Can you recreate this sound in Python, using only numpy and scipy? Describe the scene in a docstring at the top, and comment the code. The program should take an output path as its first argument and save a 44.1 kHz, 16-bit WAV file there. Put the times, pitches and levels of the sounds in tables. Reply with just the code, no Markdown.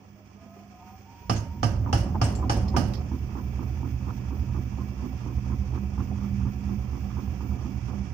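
"""First comes a low rumble and a rising whine: a washing machine speeds up its spin in a small room.
The laundry sits to one side, so the swinging tub bangs the cabinet six times and loose parts rattle.
Then the tub centres itself and rumbles on, while the laundry brushes the rubber door seal on every turn.
A hum, the motor's tones and a thin whistle from its electronics waver as it lifts the heavy side."""
import sys
import numpy as np
from scipy import signal
from scipy.fft import rfft, irfft, next_fast_len
from scipy.io import wavfile
from scipy.ndimage import uniform_filter1d, minimum_filter1d

SR = 44100
rng = np.random.default_rng(int(sys.argv[2]) if len(sys.argv) > 2 else 0)


def transcribe(signal):
    """Save signal, clipped to [-1, 1], as a 16-bit WAV file at the path in sys.argv[1]."""
    frames = np.atleast_2d(signal).T
    limited = np.clip(frames, -1, 1)
    pcm = np.round(limited * 32767).astype(np.int16)
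    wavfile.write(sys.argv[1], SR, pcm)


N = 358533
TIME = np.arange(N) / SR
FULL_TURNS_PER_S, SETTLED_S = 4.193, 3.1135   # top drum speed; when the steady brushing begins

# extra churning of the laundry while the tub swings wide: time_s, extra_db
TUB_SWING = [(1.45, -1), (1.8, 12.5), (2.1, 16), (2.8, 16), (3.15, 5.5)]
# short-lived notes of the door glass and seal: pitch_hz, level_db, fade_s
DOOR_NOTES = [(840, -13, 0.071), (923, 0, 0.036), (1160, -12, 0.017), (1216, -8, 0.058)]


def from_db(db):
    """Turn decibels into a number to multiply by."""
    return 10 ** (np.asarray(db) / 20)


def unit_level(x):
    """Scale a signal so that its average level (rms) is 1."""
    return x / np.sqrt(np.mean(x ** 2) + 1e-20)


def over_time(points):
    """Join (time_s, value) points into a curve with one value per sample."""
    return np.interp(TIME, *np.transpose(points))


def at_pitch(points, hz):
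    """Read between (pitch_hz, value) points, giving every octave the same width."""
    pitch_hz, value = np.transpose(points)
    return np.interp(np.log(hz + 1e-3), np.log(pitch_hz), value)


def held(start_s, values):
    """Hold each event's value until the next event."""
    return values[np.maximum(np.searchsorted(start_s, TIME, "right") - 1, 0)]


def pan(left_db):
    """Gains for the two ears, with the left louder by left_db."""
    return from_db(np.array([[.5], [-.5]]) * left_db)


def drift(rate_hz):
    """A smooth random wander with a typical size of 1."""
    keep = np.exp(-80 * np.pi * rate_hz / SR)
    steps = rng.standard_normal(N // 40 + 2002)   # one step per 40 samples
    slow = signal.lfilter([1], [1, -2 * keep, keep * keep], steps)[2000:]
    return np.interp(np.arange(N) / 40, np.arange(len(slow)), unit_level(slow))


def tone(hz):
    """A pure tone at level 1 that follows a pitch."""
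    return np.sqrt(2) * np.sin(2 * np.pi * (np.cumsum(hz + np.zeros(N)) / SR + rng.random()))


def noise(colour, peaky_db=0):
    """Stereo noise at level 1, shaped by (pitch_hz, level_db) points; peaky_db adds narrow peaks."""
    # how alike the ears are, from 1 (same) to 0 (unrelated): pitch_hz, likeness
    ear_likeness = [(60, 1), (130, 1), (290, 0.85), (640, 0.44), (1410, 0.051), (3000, 0)]
    size = next_fast_len(N)
    hz = np.arange(size // 2 + 1) * SR / size
    alike = np.clip(at_pitch(ear_likeness, hz), -1, 1)
    mid, side = rfft(rng.standard_normal((2, size)))
    ears = np.sqrt(1 + alike) * mid + np.sqrt(1 - alike) * side * [[1], [-1]]
    ripple_hz = np.arange(0, SR / 2, 35)
    ripple = np.interp(hz, ripple_hz, rng.uniform(-1, 1, len(ripple_hz)))
    edge_fade = np.minimum(1, np.minimum(hz / colour[0][0], colour[-1][0] / (hz + 1))) ** 3
    shaped = ears * edge_fade * from_db(at_pitch(colour, hz) + peaky_db * ripple)
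    return unit_level(irfft(shaped, size)[:, :N])


def clicks_at(start_s, gains):
    """One click for each blow."""
    out = np.zeros(N)
    np.add.at(out, np.clip(np.round(start_s * SR).astype(int), 0, N - 1), gains)
    return out


def ring(clicks, hz, fade_s):
    """Each click starts a note that dies away by 60 dB in fade_s."""
    keep, step = from_db(-60 / (fade_s * SR)), 2 * np.pi * hz / SR
    return signal.lfilter([0, np.sin(step)], [1, -2 * keep * np.cos(step), keep * keep], clicks + 1e-18)


def strike(notes, start_s, levels_db, vary_db, spread_s):
    """Each blow wakes all of an object's natural notes, each with its own strength and delay."""
    out = np.zeros((2, N))
    for hz, db, fade_s in notes:
        gains = from_db(levels_db + db + vary_db * rng.standard_normal(len(start_s)))
        wake_s = start_s + spread_s * rng.random(len(start_s))
        for ear in out:
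            travel_s = rng.uniform(0, 0.00054, len(start_s))
            ear += ring(clicks_at(wake_s + travel_s, gains), hz, fade_s)
    band_hz = [notes[0][0] * .5, notes[-1][0] * 1.35]   # the object sounds only around its notes
    return signal.sosfilt(signal.butter(2, band_hz, "band", fs=SR, output="sos"), out)


def bursts(start_s, levels_db, rise_s, fade_s):
    """Loudness curve of blows that swell and die away."""
    power = np.zeros(N)
    age_s = TIME[:SR]
    shape = (1 - np.exp(-age_s / rise_s)) * from_db(-60 * age_s / fade_s)
    for s, db in zip(start_s, levels_db):
        start = int(s * SR)
        power[start:start + SR] += (from_db(db) * shape[:N - start]) ** 2
    return np.sqrt(power)


def strokes(start_s, levels_db, lengths_s):
    """Loudness curve of rubs that press hard at first, then ease off."""
    out = np.zeros(N)
    for s, db, length_s in zip(start_s, levels_db, lengths_s):
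        start, size = int(s * SR), int(length_s * SR)
        press = np.sqrt(np.hanning(size)) * np.linspace(1.4, .4, size)
        out[start:start + size] += from_db(db) * press[:N - start]
    return out


def lifting(turns):
    """The motor's effort: 1 as it lifts the heavy side of the laundry, -1 as that side falls."""
    return np.cos(2 * np.pi * (turns - .3))


def rumble(turns_per_s, turns):
    """The tub shakes the cabinet in step with the drum; tumbling laundry adds an uneven boom and drone."""
    # how hard the cabinet shakes: time_s, level_db
    shaking = [(0, -62), (1.23, -58), (1.33, -35.5), (1.58, -35.5), (1.78, -30.5), (2.8, -27.5),
               (3.25, -33.5), (4.2, -32), (8.13, -34)]
    # vibrations in step with the drum: shakes_per_turn, level_db
    drum_shakes = [(15, -5), (17, -5.5), (18, -22.5), (19, -24), (26, -14.5), (29, -6)]
    # the cabinet's deep boom: pitch_hz, level_db
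    boom_colour = [(15, -29), (35, -16), (50, -5.5), (63, 0.5), (74, 4), (83, 5.5), (92, -9), (104, 1),
                   (115, -6), (122, -2.5), (132, -7), (150, -26), (220, -95)]
    # the panels' higher drone: pitch_hz, level_db
    drone_colour = [(110, -10), (140, 0.5), (153, 1), (168, -9), (180, 4), (193, 4), (215, 2.5),
                    (231, -13.5), (256, -2), (290, -10), (350, -11.5), (385, -20.5), (480, -25.5),
                    (700, -74)]
    shake_db = over_time(shaking)
    boom_db = shake_db + .25 * lifting(turns) + 1.64 * drift(2.5)
    drone_db = -46.5 + .39 * (shake_db - shake_db.mean()) + .61 * over_time(TUB_SWING)
    angle = 2 * np.pi * (turns - .49)   # the heavy side jolts the tub about halfway through a turn
    throb = sum(from_db(db + 1.1 * drift(2.3)) * np.sqrt(2) * np.cos(round(per_turn) * angle)
                for per_turn, db in drum_shakes)
    in_tune = (turns_per_s / FULL_TURNS_PER_S) ** 6   # the cabinet rings along only near full speed
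    boom = in_tune * throb + from_db(4 - 6.64 * in_tune) * noise(boom_colour)
    return from_db(boom_db) * boom + from_db(drone_db) * noise(drone_colour)


def hum(turns):
    """Magnetic hum at two and four times the mains frequency; the upper note swells with each lift."""
    # loudness of the upper note: time_s, level_db
    hum_levels = [(0, -55), (1.2, -54), (2, -51), (4.7, -43.5), (6.4, -32), (6.8, -40), (8.13, -39)]
    swell_db = 2 * lifting(turns) + 3.6 * drift(8.4)
    upper = from_db(over_time(hum_levels) - 4 + swell_db) * tone(199.6 + .679 * drift(3.25))
    lower = from_db(-56.5) * tone(100 + 2.85 * drift(6.4))
    return upper + lower


def motor(turns_per_s, turns):
    """Churning, hiss and motor tones grow with speed; the tones sag as each lift slows the motor."""
    # the churning laundry: pitch_hz, level_db
    churn_colour = [(250, 2), (420, -2.5), (520, -3.5), (590, -4), (740, 0), (950, -4), (1100, -10.5),
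                    (1270, -8.5), (1500, -24.5), (2200, -25.5), (5000, -64.5)]
    # the hiss of spinning: pitch_hz, level_db
    hiss_colour = [(760, -9.5), (1300, -6), (1600, -7), (2180, -6.5), (2290, -3), (2580, -8), (2880, -9),
                   (3480, -12), (3770, -19), (4160, -20.5), (5230, -10), (6010, -8.5), (7710, -23),
                   (12300, -34), (15000, -31.5), (15500, -47)]
    # the motor's tones at full speed: pitch_hz, level_db
    motor_notes = [(935, -67.5), (2301, -68.5), (2343, -72), (2512, -69.5), (2554, -70), (2712, -72),
                   (2754, -80.5)]
    speed_share = turns_per_s / FULL_TURNS_PER_S
    speed_db = 20 * np.log10(speed_share)
    churn_db = -57 + .28 * speed_db + over_time(TUB_SWING)
    hiss_db = -56.5 + 1.24 * speed_db + .5 * np.cos(2 * np.pi * turns)
    out = from_db(churn_db + 2.7 * drift(30)) * noise(churn_colour, peaky_db=6.5)
    out += from_db(hiss_db + 1.2 * drift(25)) * noise(hiss_colour, peaky_db=4.5)
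    slowing = 1 - .0095 * lifting(turns)
    for hz, db in motor_notes:
        ears = [tone(hz * slowing + 2.5 * drift(12)) * from_db(2 * drift(5)) for ear in range(2)]
        out += speed_share ** 2 * from_db(db) * np.array(ears)
    return out


def whistle(turns_per_s, turns):
    """Electronics switch the motor's power very fast; their whistle sinks as the drum speeds up."""
    # loudness of the whistle: time_s, level_db
    whistle_levels = [(0, -77), (1.2, -68.5), (2.6, -71), (3.2, -65.5), (5.8, -69.5), (7.5, -66),
                      (8.13, -77)]
    switching_hz = 15950
    lift = lifting(turns)
    pitch_hz = switching_hz - 246 * turns_per_s + 20 * (lift - 1) + 16 * drift(300)
    out = np.zeros((2, N))
    for ear in out:
        ear += from_db(3.5 * lift - 1 + 1.5 * drift(20)) * tone(pitch_hz)
        ear += from_db(-5 + 2 * drift(30)) * tone(pitch_hz + 76)   # a close tone makes it flutter
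    return from_db(over_time(whistle_levels)) * out


def whines():
    """The motor sings in short, rising, slightly rough tones as it picks up speed."""
    # each whine: start_s, length_s, start_pitch_hz, level_db, overtones_relative_db
    glides = [(.13, 0.16, 605, -62, -4), (.36, 0.34, 652, -54, 0.5), (.69, 0.31, 714, -51.5, 0.5),
              (.78, 0.16, 914, -54, -30), (1.0, 0.185, 768, -57, -20), (1.04, 0.42, 910, -52.5, -28),
              (1.34, 0.29, 902, -50.5, -33)]
    # faint higher tones that come and go with the whines: pitch_hz, relative_db
    higher_notes = [(1035, -11.5), (1245, -11.5)]
    rise_hz_per_s, fade_s = 165, .048
    out = np.zeros(N)
    overtones = sum(from_db(db) * tone(hz + 16 * drift(39)) for hz, db in higher_notes)
    wobble_hz = 14 * drift(72)
    for start_s, length_s, hz, db, overtones_db in glides:
        age_s = TIME - start_s
        fade = np.clip(np.minimum(age_s, length_s - age_s) / fade_s, 0, 1)
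        glide = tone(hz + rise_hz_per_s * age_s + wobble_hz)
        out += fade * from_db(db) * (glide + from_db(overtones_db) * overtones)
    return out * from_db(-3 + 2 * drift(40))


def scuffs():
    """Laundry brushes the door seal: a tap, a squeaky rub and a double knock in the side panels."""
    # one-off scuffs: start_s, tap_db, rub_db, knock_db, squeak_db, squeak_hz, length_s
    single_scuffs = [(0.414, -68, -68, -49.5, -72, 966, 0.024), (1.556, -63, -65, -43, -77, 950, 0.03),
                     (1.861, -31, -40, -34.5, -38.5, 895, 0.033), (1.891, -36, -46, -34, -36, 890, 0.028),
                     (2.144, -38, -43, -36, -37, 950, 0.032), (2.424, -34, -45, -34, -35.5, 950, 0.028),
                     (2.742, -29, -39, -24, -38, 903, 0.027), (3.385, -53, -61, -46.5, -62, 1000, 0.054),
                     (5.978, -40, -54, -45, -47, 1086, 0.047), (7.101, -54, -54, -64, -48, 1210, 0.024),
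                     (7.512, -43.5, -60, -44, -58, 990, .03)]
    # notes of the side panels: pitch_hz, level_db, fade_s
    panel_notes = [(236.2, -4.5, 0.34), (255.2, 3, 0.36), (274, -5, 0.11), (315, -6.5, 0.092),
                   (341, -3.5, 0.2)]
    rows = sorted([tuple(row) for row in single_scuffs] + steady_brushes())
    start_s, tap_db, rub_db, knock_db, squeak_db, squeak_hz, length_s = np.transpose(rows)
    tap = strike(DOOR_NOTES, start_s, tap_db + 1.5, vary_db=1, spread_s=.0005)
    rubber = noise([(450, -21.5), (750, -2.5), (950, 1.5), (1270, -1), (1450, -8.5), (3000, -33.5)])
    # rubber sticks and slips, so its pitch is unsteady
    squeak = tone(held(start_s, squeak_hz) + 35 * drift(12) + 40 * drift(150))
    rub = strokes(start_s, rub_db, length_s) * rubber + strokes(start_s, squeak_db, length_s) * squeak
    rub *= unit_level(from_db(3 * drift(60)))
    knock = strike(panel_notes, start_s, knock_db - 5, vary_db=1, spread_s=.00408)
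    knock += strike(panel_notes, start_s + .036, knock_db - 10, vary_db=2, spread_s=.00605)
    shudder = noise([(180, 2.5), (240, 11.5), (350, 8), (420, -3), (520, -4.5), (700, -33)])
    return tap + rub + knock + shudder * strokes(start_s, knock_db - 4.5, length_s + .012)


def bangs():
    """The tub hits the cabinet: a hard crack, ringing sheet metal, clatter in the room and a deep thud."""
    # each hit: start_s, crack_db, thud_db, clank_db, tail_relative_to_crack_db, left_minus_right_db
    hits = [(1.2962, -24, -17, -24, -8, -0.5), (1.6306, -24.5, -15, -23, -10, -2),
            (1.928, -23.5, -14, -23.5, -6, 1.5), (2.2148, -24.5, -15, -24, -4.5, 2.5),
            (2.4958, -23, -18, -24, -6.5, 1), (2.7639, -25.5, -20, -23, -7.5, -4.5)]
    # the crack of steel: pitch_hz, level_db
    crack_colour = [(590, 0), (1000, -8), (1290, -8.5), (1480, -5.5), (1710, -6.5), (2080, -14),
                    (2500, -12.5), (2970, -4.5), (3740, -21), (5150, -7), (6050, -10), (7790, -27),
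                    (8740, -20), (11500, -66), (15500, -37)]
    # notes of the struck cabinet: pitch_hz, level_db, fade_s
    cabinet_notes = [(174, -8.5, 0.26), (236.5, -2.5, 0.29), (286.4, -3.5, 0.22), (332.5, -10, 0.54),
                     (565, -19.5, 0.74), (544, -9.5, 0.15), (692, -5, 0.24), (722, -7.5, 0.24),
                     (764, 4.5, 0.057), (814, 0.5, 0.15), (937, -9, 0.27), (1200, 3.5, 0.081),
                     (1293, -1.5, 0.052), (1570, -18, 0.33), (2740, -20, 0.1), (2960, -22, .08),
                     (2970, -13, 0.11), (5160, -15, 0.17), (5220, -10.5, 0.15), (5370, -30, .08),
                     (5740, -22, 0.22)]
    # the clatter that fills the room: pitch_hz, level_db
    clatter_colour = [(150, 10.5), (300, 5.5), (450, -4.5), (580, 1), (640, -2), (760, -11), (950, -1),
                      (1070, -15), (1240, -5), (1400, -13.5), (2000, -18.5), (4000, -45)]
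    start_s, crack_db, thud_db, clank_db, tail_db, left_db = np.transpose(hits)
    steel = noise(crack_colour, peaky_db=6)
    crack = steel * bursts(start_s, crack_db - 2, rise_s=.0003, fade_s=.085)
    crack += steel * bursts(start_s, crack_db + tail_db, rise_s=.027, fade_s=.38)
    # thin panels keep buzzing against each other for a moment
    buzz = noise([(3000, -30), (7000, -3), (9000, 0), (12000, -6), (15500, -7)], peaky_db=6)
    buzz *= bursts(start_s, crack_db + tail_db - 16.5, rise_s=.005, fade_s=.38)
    buzz *= from_db(3.5 * drift(45))
    clank = strike(cabinet_notes, start_s, clank_db - 3, vary_db=1.2, spread_s=.0012)
    contact = bursts(start_s, clank_db + 1, rise_s=.0003, fade_s=.035)
    room_tail = bursts(start_s, clank_db - 3, rise_s=.015, fade_s=.54)
    clatter = noise(clatter_colour) * (contact + room_tail)
    # the front panel sets the room's air swinging, so the thud takes a moment to build
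    panel = ring(clicks_at(start_s + .0057, from_db(thud_db)), hz=128, fade_s=.13)
    air = ring(panel, hz=106.8, fade_s=.42)
    thud = np.diff(air, prepend=0)   # a panel gives off little sound below its own note
    thud = thud / np.abs(thud).max() * from_db(thud_db.max() - 1)
    return (crack + buzz + clank + clatter + thud) * pan(held(start_s, left_db))


def rattles():
    """After a bang, loose parts snap against each other and ring briefly."""
    # each rattle: start_s, level_db, pitch_hz, left_minus_right_db
    loose_parts = [(1.362, -40, 6400, 9), (2.0, -51, 5640, 7), (2.24, -47, 8200, 20), (2.351, -46, 7500, 9),
                   (2.68, -48, 5240, 0), (2.936, -43, 5280, -3)]
    out = np.zeros((2, N))
    chatter = noise([(1000, 4), (3000, -3.5), (5000, -2.5), (9000, -19.5), (15000, -22)], peaky_db=13)
    chatter *= from_db(1.7 * drift(105))
    for start_s, db, hz, left_db in loose_parts:
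        band = signal.butter(1, [hz * .955, hz * 1.045], "band", fs=SR, output="sos")
        ringing = unit_level(signal.sosfilt(band, chatter))
        ringing *= bursts([start_s], [db], rise_s=.001, fade_s=.19)
        snap = chatter * bursts([start_s], [db + 1], rise_s=.0005, fade_s=.07)
        out += (ringing + snap) * pan(left_db)
    return out


def steady_brushes():
    """List more scuffs: at full speed, each bulge of laundry meets the seal once a turn."""
    # each bulge: share_of_turn, tap_db, rub_db, knock_db, squeak_db
    bulges = [(0, -39.5, -47, -34, -53.5), (.45, -52, -60, -45.5, -68), (.76, -46.5, -55.5, -48.5, -66)]
    vary_db = [1, 2.5, 1.63, 4.5]   # tap, rub, knock, squeak
    squeak_hz, length_s = 1030, .067
    easing_db_per_s = 1   # the brushing softens as the laundry packs down
    rows = []
    for turn in range(int((TIME[-1] - SETTLED_S) * FULL_TURNS_PER_S)):
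        for share, *levels_db in bulges:
            start_s = SETTLED_S + (turn + share) / FULL_TURNS_PER_S
            eased_db = np.array(levels_db) - easing_db_per_s * (start_s - SETTLED_S)
            chance_db = rng.standard_normal(len(levels_db)) * vary_db
            rows.append((start_s, *(eased_db + chance_db), squeak_hz, length_s))
    return rows


def flicks():
    """Once the spin is fast, loose ends of laundry flick the door at random."""
    when, strength = rng.random((30, 2)).T
    return strike(DOOR_NOTES, 3 + 5 * when, -51 + 7 * strength, vary_db=2.5, spread_s=.0005)


def place_right(sound):
    """Put the machine to the listener's right, by an amount that changes with pitch and time."""
    # balance between the ears: pitch_hz, left_minus_right_db
    balance = [(60, -6.5), (200, -8.5), (400, -8.5), (730, -1.5), (1200, -10), (2400, -7), (4400, -15),
               (8000, -3), (15000, -8)]
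    # slow shift of that balance: time_s, left_minus_right_db
    balance_shift = [(0, 1.7), (2.7, 3), (3.5, 0), (6.5, -0.2), (8.13, -2.5)]
    size = next_fast_len(N + SR // 10)
    hz = np.arange(size // 2 + 1) * SR / size
    gains = pan(at_pitch(balance, hz))
    placed = irfft(rfft(sound, size) * gains / gains.mean(axis=0), size)[:, :N]
    return placed * pan(over_time(balance_shift))


def scene():
    """Count the drum's turns, then add the running sounds and the knocks together."""
    # the drum speeding up: time_s, turns_per_s
    drum_speed = [(0, 1.93), (.7, 2.62), (1.4, 3.12), (2.1, 3.63), (2.7, 3.95), (3.1, 4.193)]
    turns_per_s = over_time(drum_speed)
    turns = np.cumsum(turns_per_s) / SR
    turns -= np.interp(SETTLED_S, TIME, turns)   # whole numbers when the biggest bulge meets the seal
    running = rumble(turns_per_s, turns) + hum(turns) + whines()
    running = running + motor(turns_per_s, turns) + whistle(turns_per_s, turns)
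    return place_right(running + bangs() + rattles() + scuffs() + flicks())


def record(dry):
    """Turn the loudest blows down for an instant (a limiter), then cut off the highest treble."""
    ceiling, window_samples, cutoff_hz = .34, 131, 15800
    safe_gain = np.minimum(1, ceiling / (np.abs(dry).max(axis=0) + 1e-9))
    gain = uniform_filter1d(minimum_filter1d(safe_gain, window_samples), window_samples)
    return signal.sosfilt(signal.ellip(10, .1, 80, cutoff_hz, fs=SR, output="sos"), dry * gain)


dry = scene()
out = record(dry)
transcribe(out)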